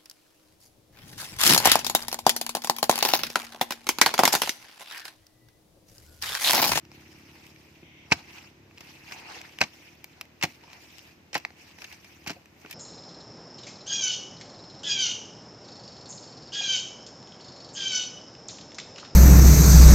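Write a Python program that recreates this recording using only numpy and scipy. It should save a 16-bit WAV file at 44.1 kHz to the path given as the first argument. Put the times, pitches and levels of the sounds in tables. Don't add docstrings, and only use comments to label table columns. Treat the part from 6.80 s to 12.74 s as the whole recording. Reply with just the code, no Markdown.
import sys
import numpy as np
from scipy import signal
from scipy.fft import rfft, irfft, next_fast_len
from scipy.io import wavfile
from scipy.ndimage import uniform_filter1d, map_coordinates

SR = 44100
rng = np.random.default_rng(int(sys.argv[2]) if len(sys.argv) > 2 else 0)


def unload_audio(sound):
    columns = np.transpose(np.atleast_2d(sound))
    steps = np.round(np.clip(columns, -1, 1) * 32767)
    wavfile.write(sys.argv[1], SR, steps.astype(np.int16))


N = 261954


def amp(db):
    return 10 ** (np.asarray(db) / 20)


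def unit(x):
    return x / np.sqrt(np.mean(x ** 2) + 1e-20)


def along(points, hz):
    f, v = np.transpose(points)
    return np.interp(np.log(hz + 1), np.log(f + 1), v)


def curves(rows):
    s, *cols = np.transpose(rows)
    return [np.interp(np.arange(N) / SR, s, c) for c in cols]


def wobble(rate):
    knots = rng.standard_normal(int(N * rate / SR) + 4)
    return map_coordinates(knots, [np.arange(N) * rate / SR])


def swell(start, length, rise_db, fall_db):
    t = np.arange(N) / SR
    early, late = np.maximum(start - t, 0), np.maximum(t - start - length, 0)
    return amp(-rise_db * early - fall_db * late)


def filtered(x, response):
    m = next_fast_len(N + 8192)
    return irfft(rfft(x, m) * response(np.fft.rfftfreq(m, 1 / SR)), m)[..., :N]


def resonant(x, modes):
    def shape(f):
        total = 0
        for k, (centre, width, db) in enumerate(modes):
            peak = 1j * f * width / (centre * centre - f * f + 1j * f * width)
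            total = total + (-1) ** k * amp(db) * peak
        return total

    power = np.mean(np.abs(shape(np.linspace(0, SR / 2, 4096))) ** 2)
    return filtered(x, shape) / np.sqrt(power)


def spread(pair, alike):
    def weights(hz):
        turn = np.arccos(np.clip(along(alike, hz), -1, 1)) / 2
        return np.array([np.cos(turn), np.sin(turn)])

    mid, side = filtered(pair, weights)
    return np.array([mid + side, mid - side])


def ports(x):
    # hz, lead_rad
    port_lead = [(0, 3.5), (3010, -1.5), (6630, -1), (7410, 0), (12800, 5), (13900, 6), (15800, 1),
                 (16400, -9)]
    # hz, balance_db
    port_balance = [(60, 13), (150, -4), (380, 5), (950, -4), (2380, 1), (5980, -2), (15000, 8)]

    def pair(hz):
        left = amp(along(port_balance, hz) / 2) * np.exp(.5j * along(port_lead, hz))
        return left ** np.array([[1], [-1]])

    return filtered(x, pair)


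def gritty(hollow, crunch, fizz):
    # hz, width_hz, relative_db
    hollow_modes = [(508, 440, -7.5), (705, 164, 3.5), (860, 358, 0)]
    # hz, width_hz, relative_db
    crunch_modes = [(1744, 1010, -1), (2550, 770, 8.5), (3970, 560, 2.5), (5310, 1880, 1)]
    # hz, width_hz, relative_db
    fizz_modes = [(7680, 5400, -4.5), (11520, 1660, 2), (14100, 2850, 0)]
    coarse = resonant(hollow, hollow_modes) + resonant(crunch, crunch_modes)
    soft = lambda hz: 1 / (1 - (hz / 6800) ** 2 + 1.2j * hz / 6800) ** 2
    return filtered(coarse, soft) + resonant(fizz, fizz_modes)


def hush():
    # hz, relative_db_per_hz
    spectrum = [(18, -21), (30, -3), (48, -11), (91, -5), (332, -7.5), (409, -10.5), (904, -15.5),
                (1270, -19), (2470, -15.5), (3480, -24), (6050, -25), (9730, -41.5), (13700, -31.5),
                (15200, -36.5), (16500, -65)]
    # hz, likeness
    alike = [(60, 0.52), (180, 0.93), (550, 0.51), (1650, 0.033), (4970, 0.019), (15000, 0.03)]
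    noise = filtered(rng.standard_normal((2, N)), lambda hz: amp(along(spectrum, hz)))
    return amp(-58.5 + 0.095 * wobble(3.6)) * unit(spread(noise, alike))


def engine():
    # time_s, firings_per_s
    firing = [(0, 34.2), (.7, 35.8), (1.25, 35.1), (1.8, 33.9), (2.6, 36.7), (3.0, 38.2), (3.5, 38.7),
              (4.0, 39.9), (5.4, 37.5), (5.94, 33)]
    # time_s, level_db
    loudness = [(0, -53), (.8, -57), (2.3, -58), (3.5, -61), (4.8, -62), (5.4, -58.5), (5.94, -62)]
    # hz, width_hz, relative_db
    exhaust = [(79.4, 17.4, -2), (137.4, 23.7, -1.5), (200, 78, -8), (331, 33, -2.5)]
    (rate,), (level_db,) = curves(firing), curves(loudness)
    turns = np.cumsum(rate * (1 + .003 * wobble(9))) / SR
    fired = np.diff(np.floor(turns), prepend=0) * amp(rng.standard_normal(N))
    gate = np.exp(-(turns % 1) / 0.57)
    rough = unit(resonant(gate * rng.standard_normal(N), exhaust))
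    return amp(level_db) * unit(unit(resonant(fired, exhaust)) + 0.3 * rough)


def hum():
    # time_s, pitch_hz, level_db
    tone = [(0, 86.3, -62), (1.2, 85, -67), (1.85, 97, -63), (2.05, 86, -66.5), (3.8, 95.1, -75),
            (4.7, 89, -68), (5.94, 87, -64)]
    hz, level_db = curves(tone)
    strength = np.sqrt(2) * amp(level_db + 1.1 * wobble(9))
    return strength * np.sin(2 * np.pi * np.cumsum(hz) / SR)


def ticks():
    # start_s, level_db, pitch_hz, crunch_db, hollow_db, fizz_db
    pieces = [(0.0516, -39.5, 2760, 0.5, -7, -16), (0.1162, -37.5, 5170, -1.5, -5, -18),
              (0.6664, -41, 2600, 4, -14, -1), (0.7612, -37.5, 2290, -5, -22, -19),
              (1.9111, -42.5, 2500, -12, -5, -21), (1.9764, -32, 2820, -6, -20, -26),
              (1.9816, -36.5, 2450, 1, -21, -15), (2.615, -30.5, 2180, 3.5, -22, -11),
              (2.787, -25.5, 2820, -0.5, -7.5, -12), (3.243, -28, 2300, 0.5, -10, -1),
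              (3.4115, -18.5, 2420, -1.5, -13, -7), (3.4164, -34, 2550, -3, -20, -22),
              (3.454, -45, 2070, -2, -10, -4), (3.838, -43.5, 940, 2.5, -5, -20),
              (3.879, -46, 1030, 2, -3, -20), (3.9005, -40, 2500, -1, -8, -16),
              (3.9313, -38, 2020, 8, 0, -10), (4.1918, -37.5, 2400, 4.5, -22, -16),
              (4.5517, -11, 1950, -17, -19, -33), (4.6, -39, 2400, 2, -15, -22),
              (4.643, -45, 2220, -2, -3, -29), (4.65, -10.5, 2050, -8.5, -12, -33),
              (4.668, -45, 2200, -5, -1, -25), (4.7052, -40, 2000, -2, 5, -24),
              (5.6575, -39.5, 2470, 0, -11, -14), (5.8157, -44.5, 2730, 2, -10, -15),
              (5.8494, -39.5, 1450, -13, 6, -22), (5.8613, -32.5, 2730, -9, 1, -28)]
    wisp_t60_s, pan_db = .012, 0.5
    ring_cycles, sharper_per_db = 28, .022
    drive, rings = np.zeros((3, 1, N + SR)), np.zeros((1, N + SR))
    t = np.arange(SR // 16) / SR
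    fade = amp(-60 * t / wisp_t60_s)
    for s, db, hz, crunch_db, hollow_db, fizz_db in pieces:
        wisp = 0.49 * rng.standard_normal(len(t)) * fade
        wisp[0] = 0.64
        parts = amp([hollow_db, crunch_db, fizz_db])[:, None, None]
        drive[:, :, round(s * SR):][..., :len(t)] += parts * amp(db) * wisp
        cycles = ring_cycles * np.clip(1 - sharper_per_db * (db + 35), .2, 2)
        decay = 0.85 * amp(db - 60 * t * hz / cycles)
        ring = decay * (1 - np.exp(-t / 0.00015)) * np.sin(2 * np.pi * hz * t)
        rings[:, round(s * SR):][:, :len(t)] += ring
    pan = amp(np.array([[pan_db], [-pan_db]]) / 2)
    return pan * ports(gritty(*drive[..., :N]) + rings[:, :N])


def patchy(x):
    z = signal.stft(x, nperseg=256)[2]
    field = rng.standard_normal(z.shape[1:])
    for axis in (0, 1):
        field = uniform_filter1d(field, size=6, axis=axis)
    return signal.istft(z * amp(3 * unit(field)), nperseg=256)[1][:, :N]


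def soil():
    # start_s, length_s, crunch_db, hollow_db, fizz_db
    slides = [(0.155, 0.53, -59, -8, -10.5), (0.71, 0.26, -62.5, -11, -9.5),
              (1.377, 0.015, -49.5, -4.5, -17), (1.522, 0.095, -52, -6.5, -14),
              (2.031, 0.13, -55, -9, -11.5), (2.296, 0.06, -52, -11.5, -21), (2.321, .01, -47.5, -6.5, -12),
              (2.42, 0.14, -55, 3, -33), (2.524, 0.034, -44.5, -8.5, -18.5), (2.608, 0.5, -57, -10.5, -12),
              (3.184, .14, -64.5, -16, -12), (3.39, .01, -60.5, -1, -19), (3.69, .02, -56, -12, -8),
              (3.837, 0.15, -58.5, -3, -15), (4.02, 0.26, -57, -12.5, -11), (4.61, 0.044, -60.5, -10, -14),
              (4.819, 0.065, -54, -9.5, -13.5), (5.002, 0.13, -54, -9, -12), (5.22, 0.2, -60, -10, -10),
              (5.5, 0.041, -58, -4, -11.5), (5.79, .08, -63.5, -3.5, -7), (5.92, .05, -53, -16, -25)]
    # hz, likeness
    alike = [(300, 1), (700, 0.15), (2500, 0.12), (7000, 0.04), (15000, 0.033)]
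    gather_db_per_s, settle_db_per_s = 139, 130
    crumbs_per_s, crumb_db, crumb_spread_db = 120, 12, 2
    power = 0
    for s, length, db, hollow_db, fizz_db in slides:
        parts = amp(db + np.array([[hollow_db], [0], [fizz_db]]))
        power = power + (parts * swell(s, length, gather_db_per_s, settle_db_per_s)) ** 2
    hollow, crunch, fizz = np.sqrt(power)
    falls = rng.random(N) < 600 / SR * amp(3 * wobble(14))
    sizes = falls * amp(np.minimum(3.5 * rng.exponential(size=N), 12))
    grains = signal.lfilter([1], [1, -np.exp(-1 / (0.00051 * SR))], sizes)
    clumps = amp(1.3 * wobble(40))
    patter = unit(1.34 + 0.41 * grains) * clumps * spread(rng.standard_normal((2, N)), alike)
    crumb_sizes = amp(crumb_db + crumb_spread_db * rng.exponential(size=(2, N)))
    crumbs = (rng.random(N) < crumbs_per_s / SR) * crumb_sizes
    patter = patter + crumbs * rng.choice([-1, 1], N)
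    return patchy(gritty(patter * hollow, patter * crunch, patter * fizz))


def thuds():
    # start_s, level_db, deep_db (relative to level), knock_hz, knock_db, blade_db
    blows = [(1.029, -44, -18, 403, -53, -59), (1.318, -24.5, 3, 896, -18, -15.5),
             (2.812, -25, -4, 787, -22, -20), (3.636, -25, -8, 748, -28, -36),
             (4.556, -32, -20, 790, -28, -40), (5.473, -36.5, -5, 934, -46, -48),
             (5.504, -39.5, -4, 398, -32, -44), (5.564, -53, -14, 710, -42.5, -66),
             (5.847, -48, -23, 423, -39, -57)]
    # hz, width_hz, relative_db
    ground = [(92, 54, -4), (165, 54, 4.5), (313, 76, 5)]
    # hz, width_hz, relative_db
    deep = [(73.5, 31, 3), (122, 83, 6.5)]
    # hz, relative_db, t60_s
    blade_modes = [(1555, 3.5, 0.043), (1785, -9, 0.03), (2226, 17, 0.017), (2540, 18, 0.025)]
    tail_t60_s, knock_t60_s, blade_attack_s = 0.12, 0.063, 0.0026
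    push, knocks = np.zeros((2, N + SR)), np.zeros(N + SR)
    t = np.arange(SR // 4) / SR
    for s, db, deep_db, knock_hz, knock_db, blade_db in blows:
        rough_tail = 0.82 * rng.standard_normal(len(t)) * amp(-60 * t / tail_t60_s)
        blow = 1.71 * np.exp(-t / 0.00043) + rough_tail
        push[:, round(s * SR):][:, :len(t)] += amp(db - 7.0 + np.array([[0], [deep_db - 2]])) * blow
        pair = np.sin(2 * np.pi * knock_hz * t) + 0.97 * np.sin(2 * np.pi * .77 * knock_hz * t)
        knock = amp(knock_db - 3.5 - 60 * t / knock_t60_s) * (1 - np.exp(-t / 0.0012)) * pair
        blade = 0
        for hz, level, t60 in blade_modes:
            decay = amp(level + rng.normal(0, 4.2) - 60 * t / t60)
            blade = blade + decay * np.sin(2 * np.pi * (hz * t + rng.random()))
        ring = amp(blade_db) * (1 - np.exp(-t / blade_attack_s)) ** 2 * blade
        knocks[round(s * SR):][:len(t)] += knock + ring
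    low = resonant(push[0, :N], ground) + resonant(push[1, :N], deep)
    return low + ports(knocks[None, :N])


def swish():
    start_s, length_s, level_db = 1.057, 0.206, -56.5
    rise_db_per_s, stop_db_per_s = 180, 608
    shape = swell(start_s, length_s, rise_db_per_s, stop_db_per_s)
    # hz, width_hz, relative_db
    band = [(2120, 200, 2.5), (2530, 770, -2), (3230, 460, -3.0), (3670, 210, -7.5), (5860, 160, -12.0)]
    return shape * amp(level_db + wobble(29.4)) * resonant(rng.standard_normal((2, N)), band)


def cracks():
    # start_s, level_db, hollow_db, fizz_db
    breaks = [(1.303, -41, -1, -11), (1.3127, -17.5, -11, -23), (1.3185, -15, 2, -36),
              (1.322, -4.5, -18.5, -45), (1.3344, -36, -19, -1), (2.006, -32, -11, -12),
              (2.0706, -42, -9, -25), (2.3204, -26.5, -8, -22), (2.8057, -21.5, -4, -18),
              (2.813, -5.5, -4.5, -17.5), (2.8254, -19.5, -33, -35), (2.8355, -20.5, -10.5, -25),
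              (3.6118, -29, -11, -25), (3.6251, -12, -14, -19), (3.634, -10.5, -7.5, -8.5),
              (3.639, -19, -5, -24), (3.65, -25, -23, -13), (4.5296, -23.5, -11, -42),
              (4.5427, -20.5, -25, -8), (4.5514, -14, -2, -29), (4.558, -23.5, -3.5, -31),
              (4.5657, -27, -17, -16), (4.577, -29.5, -32, -5), (4.9847, -37.5, -10, -20),
              (5.0182, -31, -7, -15), (5.042, -27.5, -16, -14), (5.1248, -34, -14, -9),
              (5.244, -38.5, -12, -10), (5.462, -31.5, -3.5, -26), (5.471, -24, -16, -11),
              (5.476, -24, -19, -12), (5.487, -35, -6, -20), (5.4943, -23.5, -3.5, -29),
              (5.5022, -24.5, -10, -14), (5.513, -33, -20, -12), (5.531, -42, -18, -9),
              (5.898, -39, -9, -12), (5.9089, -28.5, -28, -0.5), (5.926, -29.5, -30, -9)]
    # hz, likeness
    alike = [(300, 0.82), (700, 0.99), (2500, 0.86), (7000, 0.19), (15000, 0.29)]
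    ring_t60_s, sharper_per_db = 0.035, 0.0124
    attack_s, crest_db = 0.00078, 5
    grit, t = np.zeros((3, 1, N + SR)), np.arange(SR // 8) / SR
    for s, db, hollow_db, fizz_db in breaks:
        t60 = np.clip(ring_t60_s * (1 - sharper_per_db * (db + 19.5)), .003, .2)
        life = t60 * np.array([1.3, 1, .8])[:, None, None]
        size = amp(db + np.array([hollow_db, 0, fizz_db]) - crest_db)[:, None, None]
        burst = size * amp(-60 * t / life) * (1 - np.exp(-t / attack_s))
        grit[:, :, round(s * SR):][..., :len(t)] += burst
    noise = spread(rng.standard_normal((2, N)), alike)
    return ports(gritty(*(grit[..., :N] * noise)))


def trees(x):
    t = np.arange(SR // 4) / SR
    tail = rng.standard_normal((2, len(t))) * amp(-60 * t / 0.17)
    tail = tail / np.linalg.norm(tail[0])
    return signal.fftconvolve(x.mean(axis=0)[None], tail, axes=1)[:, :N]


def scene():
    near = cracks() + ticks()
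    return near + amp(-16) * trees(near) + thuds() + soil() + swish() + engine() + hum() + hush()


def record(dry):
    band_limit_hz = 16400
    bass = lambda hz: (1j * hz / (1j * hz + 55)) ** 2
    top = lambda hz: np.where(hz > 15500, amp(-18), 1) * (hz < band_limit_hz)
    return filtered(dry, lambda hz: bass(hz) * top(hz))


dry = scene()
out = record(dry)
unload_audio(out)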